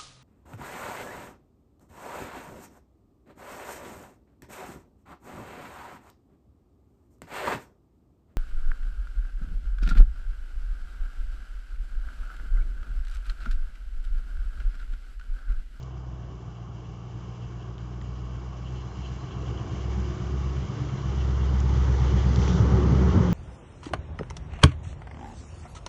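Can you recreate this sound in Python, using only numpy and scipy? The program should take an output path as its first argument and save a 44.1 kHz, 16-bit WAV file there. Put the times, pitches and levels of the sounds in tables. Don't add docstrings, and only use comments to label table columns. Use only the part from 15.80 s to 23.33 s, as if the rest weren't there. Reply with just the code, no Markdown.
import sys
import numpy as np
from scipy import signal
from scipy.io import wavfile

SR = 44100
rng = np.random.default_rng(int(sys.argv[2]) if len(sys.argv) > 2 else 0)


def pcm_store(signal):
    levels = np.round(np.clip(np.atleast_2d(signal), -1, 1) * 32767)
    wavfile.write(sys.argv[1], SR, levels.astype(np.int16).T)


def how_loud(loudness_db):
    steps = np.asarray(loudness_db, float) / 20
    return 10 ** steps


N = 332073
STEP = 32

# time_s, near_share (0-1)
NEARNESS = [(0, 0.1), (3.2, 0.12), (5, 0.51), (6.2, .95), (7.53, 0.94)]
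# time_s, wheels_gain_db (wheels and bonnet come near), tailpipe_gain_db (it swings into view)
PASSING = [(0.0, 0, -0.5), (0.3, -0.8, 1.5), (0.9, -0.7, 0.5), (1.5, 2, 0.5), (2.2, 2, 1), (2.7, 3.5, 3),
           (3.1, 6.4, 0.5), (3.5, 7, 5), (3.8, 9, 9), (4.1, 10, 7.5), (5.1, 11, 8.5), (5.7, 13, 12),
           (5.95, 15, 14.5), (6.4, 17, 14.5), (6.65, 17.5, 19.5), (6.9, 17, 24), (7.3, 17, 25.5),
           (7.53, 16.5, 24)]


def rms_one(x):
    return x / np.sqrt(np.mean(x ** 2) + 1e-20)


def in_time(rows):
    time_s, *columns = np.transpose(rows)
    return [np.interp(np.arange(N) / SR, time_s, column) for column in columns]


def fine(slow):
    return np.interp(np.arange(N) / STEP, np.arange(len(slow)), slow)


def away(s, width):
    return (np.arange(0, N + STEP, STEP) / SR - s) / max(width, 1e-3)


def drift(rate):
    pole = np.exp(-2 * np.pi * STEP * rate / SR)
    settle = 2000
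    noise = rng.standard_normal(N // STEP + settle + 2)
    slow = signal.lfilter([1], [1, -2 * pole, pole * pole], noise)
    return rms_one(slow[settle:])


def flicker(spread_db, rate):
    return fine(how_loud(spread_db * drift(rate)))


def resonate(x, hz, width_hz):
    radius = np.exp(-np.pi * width_hz / SR)
    gain = (1 - radius * radius) / 2
    section = [gain, 0, -gain, 1, -2 * radius * np.cos(2 * np.pi * hz / SR), radius * radius]
    return signal.sosfilt([section] * 2, x)


def body(x, modes, patchy_db, rate):
    rings = []
    for k, (hz, width_hz, *_) in enumerate(modes):
        sign = (-1) ** k
        rings.append(sign * flicker(patchy_db, rate) * resonate(x, hz, 1.47 * width_hz))
    far_db, near_db = np.transpose(modes)[2:]
    far = rms_one(how_loud(far_db) @ np.array(rings))
    near = rms_one(how_loud(near_db) @ np.array(rings))
    share = np.clip(in_time(NEARNESS)[0], 0, 1)
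    return (1 - share) * far + share * near


def layers():
    # far_db, wheels_share, tailpipe_share (shares of the two passing gains)
    mix = [
        (-40.5, 0.51, 0.0076),
        (-49.5, 1.074, 0.078),
        (-55.5, 0.036, 1.15),
        (-47, 0.035, 1.04),
        (-52, .3, 0.66),
        (-54, 0.49, 0.29),
        (-68, 1.11, 0.027),
        (-65.5, .9, -0.14),
        (-67.5, 1.067, -0.097),
    ]
    # far_db, wheels_share, tailpipe_share
    lope = (-55.5, 1.9, -.45)
    # far_db, wheels_share, tailpipe_share
    twelfth = (-51, 0.12, .1)
    wheels_db, tailpipe_db = in_time(PASSING)
    return [far_db + wheels * wheels_db + tail * tailpipe_db for far_db, wheels, tail in mix + [lope, twelfth]]


def tones(firings, levels_db):
    orders = [(8, 0, 0.5, 0.6), (13, 2, -0.8, 0.6), (16, 1, .4, .9), (5, 2, -18, 2), (7, 0, -16, 2.5),
              (15, 4, -.5, 1.0), (14, 4, -12, 2), (18, 4, -11, 3), (23, 4, -13, 3), (9, 1, -22, 3.5),
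              (24, 5, -0.2, 1.5), (21, 3, 0.7, -0.7), (22, 2, -10, 1.5)]
    strong_firing_s = 6.345
    scatter_rad, pipe_lag_rad = 0.7, 1.0
    cycle = 2 * np.pi * (firings - firings[round(strong_firing_s * SR)]) / 8
    gains = how_loud(np.array(levels_db))
    out = np.zeros(N)
    for order, curve, db, wander_db in orders:
        phase = scatter_rad * rng.uniform(-1.2, 1) - pipe_lag_rad
        level = np.sqrt(2) * how_loud(db) * gains[round(curve)] * flicker(wander_db, 3.0)
        out += level * np.cos(round(order) * cycle + phase)
    return out


def faded(levels_db):
    # time_s, curve (index in levels_db, rounded), half_width_s, left_db
    notches = [(.92, 3, 0.044, -12), (1.26, -0.5, .07, -6.5), (6.933, 3, 0.2, -6.5), (3.1, 0, 0.074, -6),
               (3.459, 0, .12, -16), (3.87, 0, 0.14, -14.5), (4.38, 0, .12, -20), (4.94, 0, .16, -23),
               (5.17, 0, 0.11, -27), (1.59, 0, .04, -9), (6.76, -0.5, 0.084, -3.5),
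               (7.38, -0.5, 0.037, -11), (.2, 5, .5, -8.5), (1.14, 1, 0.17, -4), (1.68, 2, 0.13, -11),
               (2.73, 1, 0.16, -5.5), (3.14, 1, .1, -9), (3.948, 1, 0.56, -6), (4.604, 1.5, .2, -2.5),
               (5.62, 1, 0.26, -5), (6.84, 1, .5, -5), (7.508, 1.5, .25, -14.5), (.77, 2, 0.21, -6),
               (2.702, 2, 0.34, -8), (6.62, 2, 0.12, -1.5), (6.92, 2, .08, -3), (5.03, 3, .12, -10.5),
               (6.254, 3, 0.28, -10), (3.75, 3, .2, -6.5), (5.653, 3, 0.34, -9.5)]
    loss_db = np.zeros((len(levels_db), len(away(0, 1))))
    for s, curve, width, left_db in notches:
        left = min(how_loud(left_db), 1)
        power = left ** 2 + (1 - left ** 2) * np.tanh(away(s, width)) ** 2
        loss_db[round(curve)] += 10 * np.log10(power)
    return [db + fine(loss) for db, loss in zip(levels_db, loss_db)]


def uneven(firings):
    at = np.flatnonzero(np.diff(np.floor(firings)) > 0)
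    kicks = np.zeros(N)
    kicks[at] = rng.standard_normal(len(at))
    return rms_one(kicks)


def puffs(firings, puffs_db):
    # centre_hz, width_hz, far_db, near_db
    pipe_modes = [(77.7, 22, -0.5, -6), (92, 28.4, 0.5, -0.1), (127.5, 30.4, -1, -8),
                  (157.6, 24.8, -4.5, -3), (191.8, 28, -7, -9), (222, 34, -18, -13.5)]
    drive = uneven(firings) + 0.69 * rng.standard_normal(N)
    burble = body(drive, pipe_modes, patchy_db=1.5, rate=4.0)
    return how_loud(puffs_db - 1.2 * in_time(NEARNESS)[0]) * burble


def surges():
    # middle_s, peak_db, from_hz, to_hz, length_s
    glides = [(3.72, -26, 137, 105, .07), (4.21, -33, 187, 170.1, 0.062), (4.4, -42, 365.6, 360.6, 1.2),
              (5.03, -37.5, 300, 300, 0.17), (6.52, -27.5, 239.8, 223, 0.062),
              (6.745, -18.5, 181, 169.7, .06), (6.82, -13, 119, 92, .1), (7.01, -27, 353.7, 370, 0.11),
              (7.13, -15, 151, 120, 0.057), (7.13, -20, 250, 230, .035), (7.37, -13.5, 75.4, 106, .15),
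              (7.375, -21.5, 240, 217, .12)]
    out = np.zeros(N)
    for s, peak_db, from_hz, to_hz, length_s in glides:
        size = round(length_s * SR)
        turns = np.cumsum(np.linspace(from_hz, to_hz, size)) / SR
        note = np.sin(2 * np.pi * turns + rng.uniform(0, 2 * np.pi))
        out[round(s * SR) - size // 2:][:size] += how_loud(peak_db) * np.hanning(size) * note
    return out


def bay(firings, drone_db, roar_db):
    # centre_hz, width_hz, far_db, near_db
    drone_modes = [(250, 45, -4, -6), (300, 28.5, 0.3, 0.2), (330.6, 30, 0, -3), (372.4, 37, -0.9, 1.1),
                   (432, 65, -5, -4), (504, 70, -9, -7.5), (586, 78, -13, -12)]
    roar_modes = [(651, 110, 0.2, -6.5), (804, 170, -1.6, 0.4), (960, 170, -4.5, -1.5), (1101, 138, 2, 0.8),
                  (1256, 178, -8, -2.5), (1491, 222, -7.5, -5.5)]
    breath = 1 + 0.048 * np.cos(2 * np.pi * firings)
    drone_drive = breath * rng.standard_normal(N) + 0.55 * uneven(firings)
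    drone = body(drone_drive, drone_modes, patchy_db=0.82, rate=3.0)
    roar = body(breath * rng.standard_normal(N), roar_modes, patchy_db=1.14, rate=4.6)
    return how_loud(drone_db) * drone + how_loud(roar_db) * roar


def grains(per_s, spread_db, smooth):
    sizes = how_loud(spread_db * np.minimum(rng.exponential(1, N), 4)) * rng.choice([-1, 1], N)
    clicks = sizes * (rng.random(N) < per_s / SR)
    return rms_one(clicks) + smooth * rng.standard_normal(N)


def snow(tread_db, crunch_db, powder_db):
    # centre_hz, width_hz, far_db, near_db
    tread_modes = [(1714, 240, -0.8, 0.2), (2020, 200, -7.5, 1.5), (2230, 130, 3, -1.5),
                   (2450, 250, -9, -5)]
    crunch_modes = [(2708, 180, 0, -3), (2977, 260, 0.7, 0.6), (3307, 280, -6, -0.5)]
    powder_modes = [(3566, 300, -3, 1.6), (4097, 260, -1.5, -0.5), (4420, 250, -9.5, -2),
                    (4875, 450, 1.1, -1), (5440, 500, -4, -2.5), (6030, 590, -0.5, 0.1),
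                    (6840, 700, -4.5, -7.5), (7500, 450, -8, -10.5)]
    # time_s, extra_db
    packing = [(.14, 5), (0.769, 5), (.9, 3), (1.05, 4), (1.17, 2), (1.55, 1), (1.64, 3.5), (1.82, 3.5),
               (2.45, 2), (2.87, 8), (2.98, 6), (3.25, 7.5), (3.52, 7.5), (3.67, 6), (3.77, 7), (3.92, 4),
               (4.03, 3.5), (5.09, 3), (5.41, 5), (5.62, 4.5), (6.19, -1.5), (6.29, 2.5), (6.38, 2.5),
               (6.56, 1), (6.635, 4.5), (6.7, 6), (6.8, 3.5), (7.3, 5), (7.49, 4.5)]
    patch_s = 0.023
    spray_from_s, spray_to_s, spray_edge_s, spray_db = 6.585, 6.825, 0.012, 4.0

    clumps = flicker(0.8, 14.0)
    crunch = body(clumps * grains(1200, 3.4, smooth=1.5), crunch_modes, patchy_db=1.0, rate=20.0)
    powder = body(clumps * grains(3000, 2.2, smooth=1.3), powder_modes, patchy_db=0.5, rate=7.4)
    tread = body(clumps * grains(2000, 3.0, smooth=1.6), tread_modes, patchy_db=0.76, rate=8.9)
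    patches_db = sum(db * np.exp(-away(s, patch_s) ** 2) for s, db in packing)
    spray = (np.tanh(away(spray_from_s, spray_edge_s)) - np.tanh(away(spray_to_s, spray_edge_s))) / 2
    out = how_loud(crunch_db + fine(patches_db)) * crunch
    out += how_loud(powder_db + spray_db * fine(spray)) * powder
    return out + how_loud(tread_db - 0.73) * tread


def squeak():
    # time_s, peak_db, half_length_s
    patches = [(2.86, -76, .03), (2.99, -72, .05), (3.11, -69, 0.078), (3.26, -65, .045), (3.41, -65, .045),
               (3.518, -69, .06), (3.6, -74, .05), (3.76, -74, .05)]
    band = rms_one(resonate(rng.standard_normal(N), 4120, 160))
    swell = sum(how_loud(db) * np.exp(-away(s, half_s) ** 2) for s, db, half_s in patches)
    return band * flicker(3.0, 40.0) * fine(swell)


def ticks():
    # time_s, peak_db, centre_hz, width_hz
    snaps = [(0.029, -39, 4300, 3500), (0.0344, -43.5, 5800, 3000), (1.9812, -41, 3000, 1420),
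             (2.2140, -40.5, 2900, 3007), (2.215, -44, 1900, 400), (2.2216, -48, 7200, 1180),
             (5.803, -31, 6400, 2780), (6.5602, -21, 3200, 5000), (6.6184, -31, 2100, 900),
             (6.6790, -28, 2200, 1000), (6.68, -32, 5900, 1200), (6.591, -38, 3100, 500),
             (6.626, -35, 3100, 500)]
    out = np.zeros(N)
    for s, peak_db, hz, width_hz in snaps:
        snap = resonate(signal.unit_impulse(400), hz, width_hz)
        out[round(s * SR):][:400] -= how_loud(peak_db) * snap / np.abs(snap).max()
    return out


def rumble():
    hum = rms_one(resonate(rng.standard_normal(N), 50, 22))
    return how_loud(-56 + 0.55 * in_time(PASSING)[1]) * hum


def scene():
    # time_s, firing_rate_hz
    speed = [(0.0, 64.5), (0.6, 59.7), (0.95, 59.0), (1.5, 59.4), (2.1, 60.3), (2.7, 62.2), (3.2, 63.4),
             (3.85, 65.5), (4.15, 65.4), (4.4, 66.7), (4.9, 67.1), (5.4, 66.4), (5.7, 66.8), (6.3, 65.9),
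             (6.8, 67.3), (7.3, 68.9), (7.53, 68.0)]
    # time_s, level_db
    engine = [(0.0, -44), (0.17, -38), (0.45, -40.5), (0.77, -45), (1.5, -42.5), (2.0, -41), (2.3, -35.5),
              (2.8, -38.5), (3.15, -36), (3.7, -32.5), (4.2, -26.5), (4.6, -27), (5.1, -29), (5.4, -25),
              (6.0, -21.5), (6.6, -22), (7.25, -21), (7.53, -27.5)]
    (rate,), (firing_db,) = in_time(speed), in_time(engine)
    octave, burble, boom, puff, drone, roar, tread, crunch, powder, lope, twelfth = layers()
    firings = np.cumsum(rate) / SR

    lumps = 0.93 * in_time(NEARNESS)[0] ** 2 * fine(drift(9.0))
    blast_s, blast_half_s, blast_db = 7.355, 0.08, 3
    blast = fine(blast_db * np.exp(-away(blast_s, blast_half_s) ** 2))

    notes = tones(firings, faded([firing_db, octave, burble, boom, lope, twelfth]))
    exhaust = notes + puffs(firings, puff + lumps) + surges()
    engine_bay = bay(firings, drone + lumps, roar + 0.36 * lumps + blast)
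    tyres = snow(tread, crunch, powder) + squeak()
    return (exhaust + engine_bay + tyres + ticks() + rumble())[None]


def band_limit(x):
    return signal.sosfilt(signal.butter(12, 7850, fs=SR, output="sos"), x)


def record(dry):
    ceiling, cutoff_hz = 0.62, 7660
    rounded = ceiling * np.tanh(dry / ceiling)
    low_pass = signal.ellip(10, 0.5, 50, cutoff_hz, fs=SR, output="sos")
    return band_limit(signal.sosfilt(low_pass, rounded))


dry = scene()
out = record(dry)
pcm_store(out)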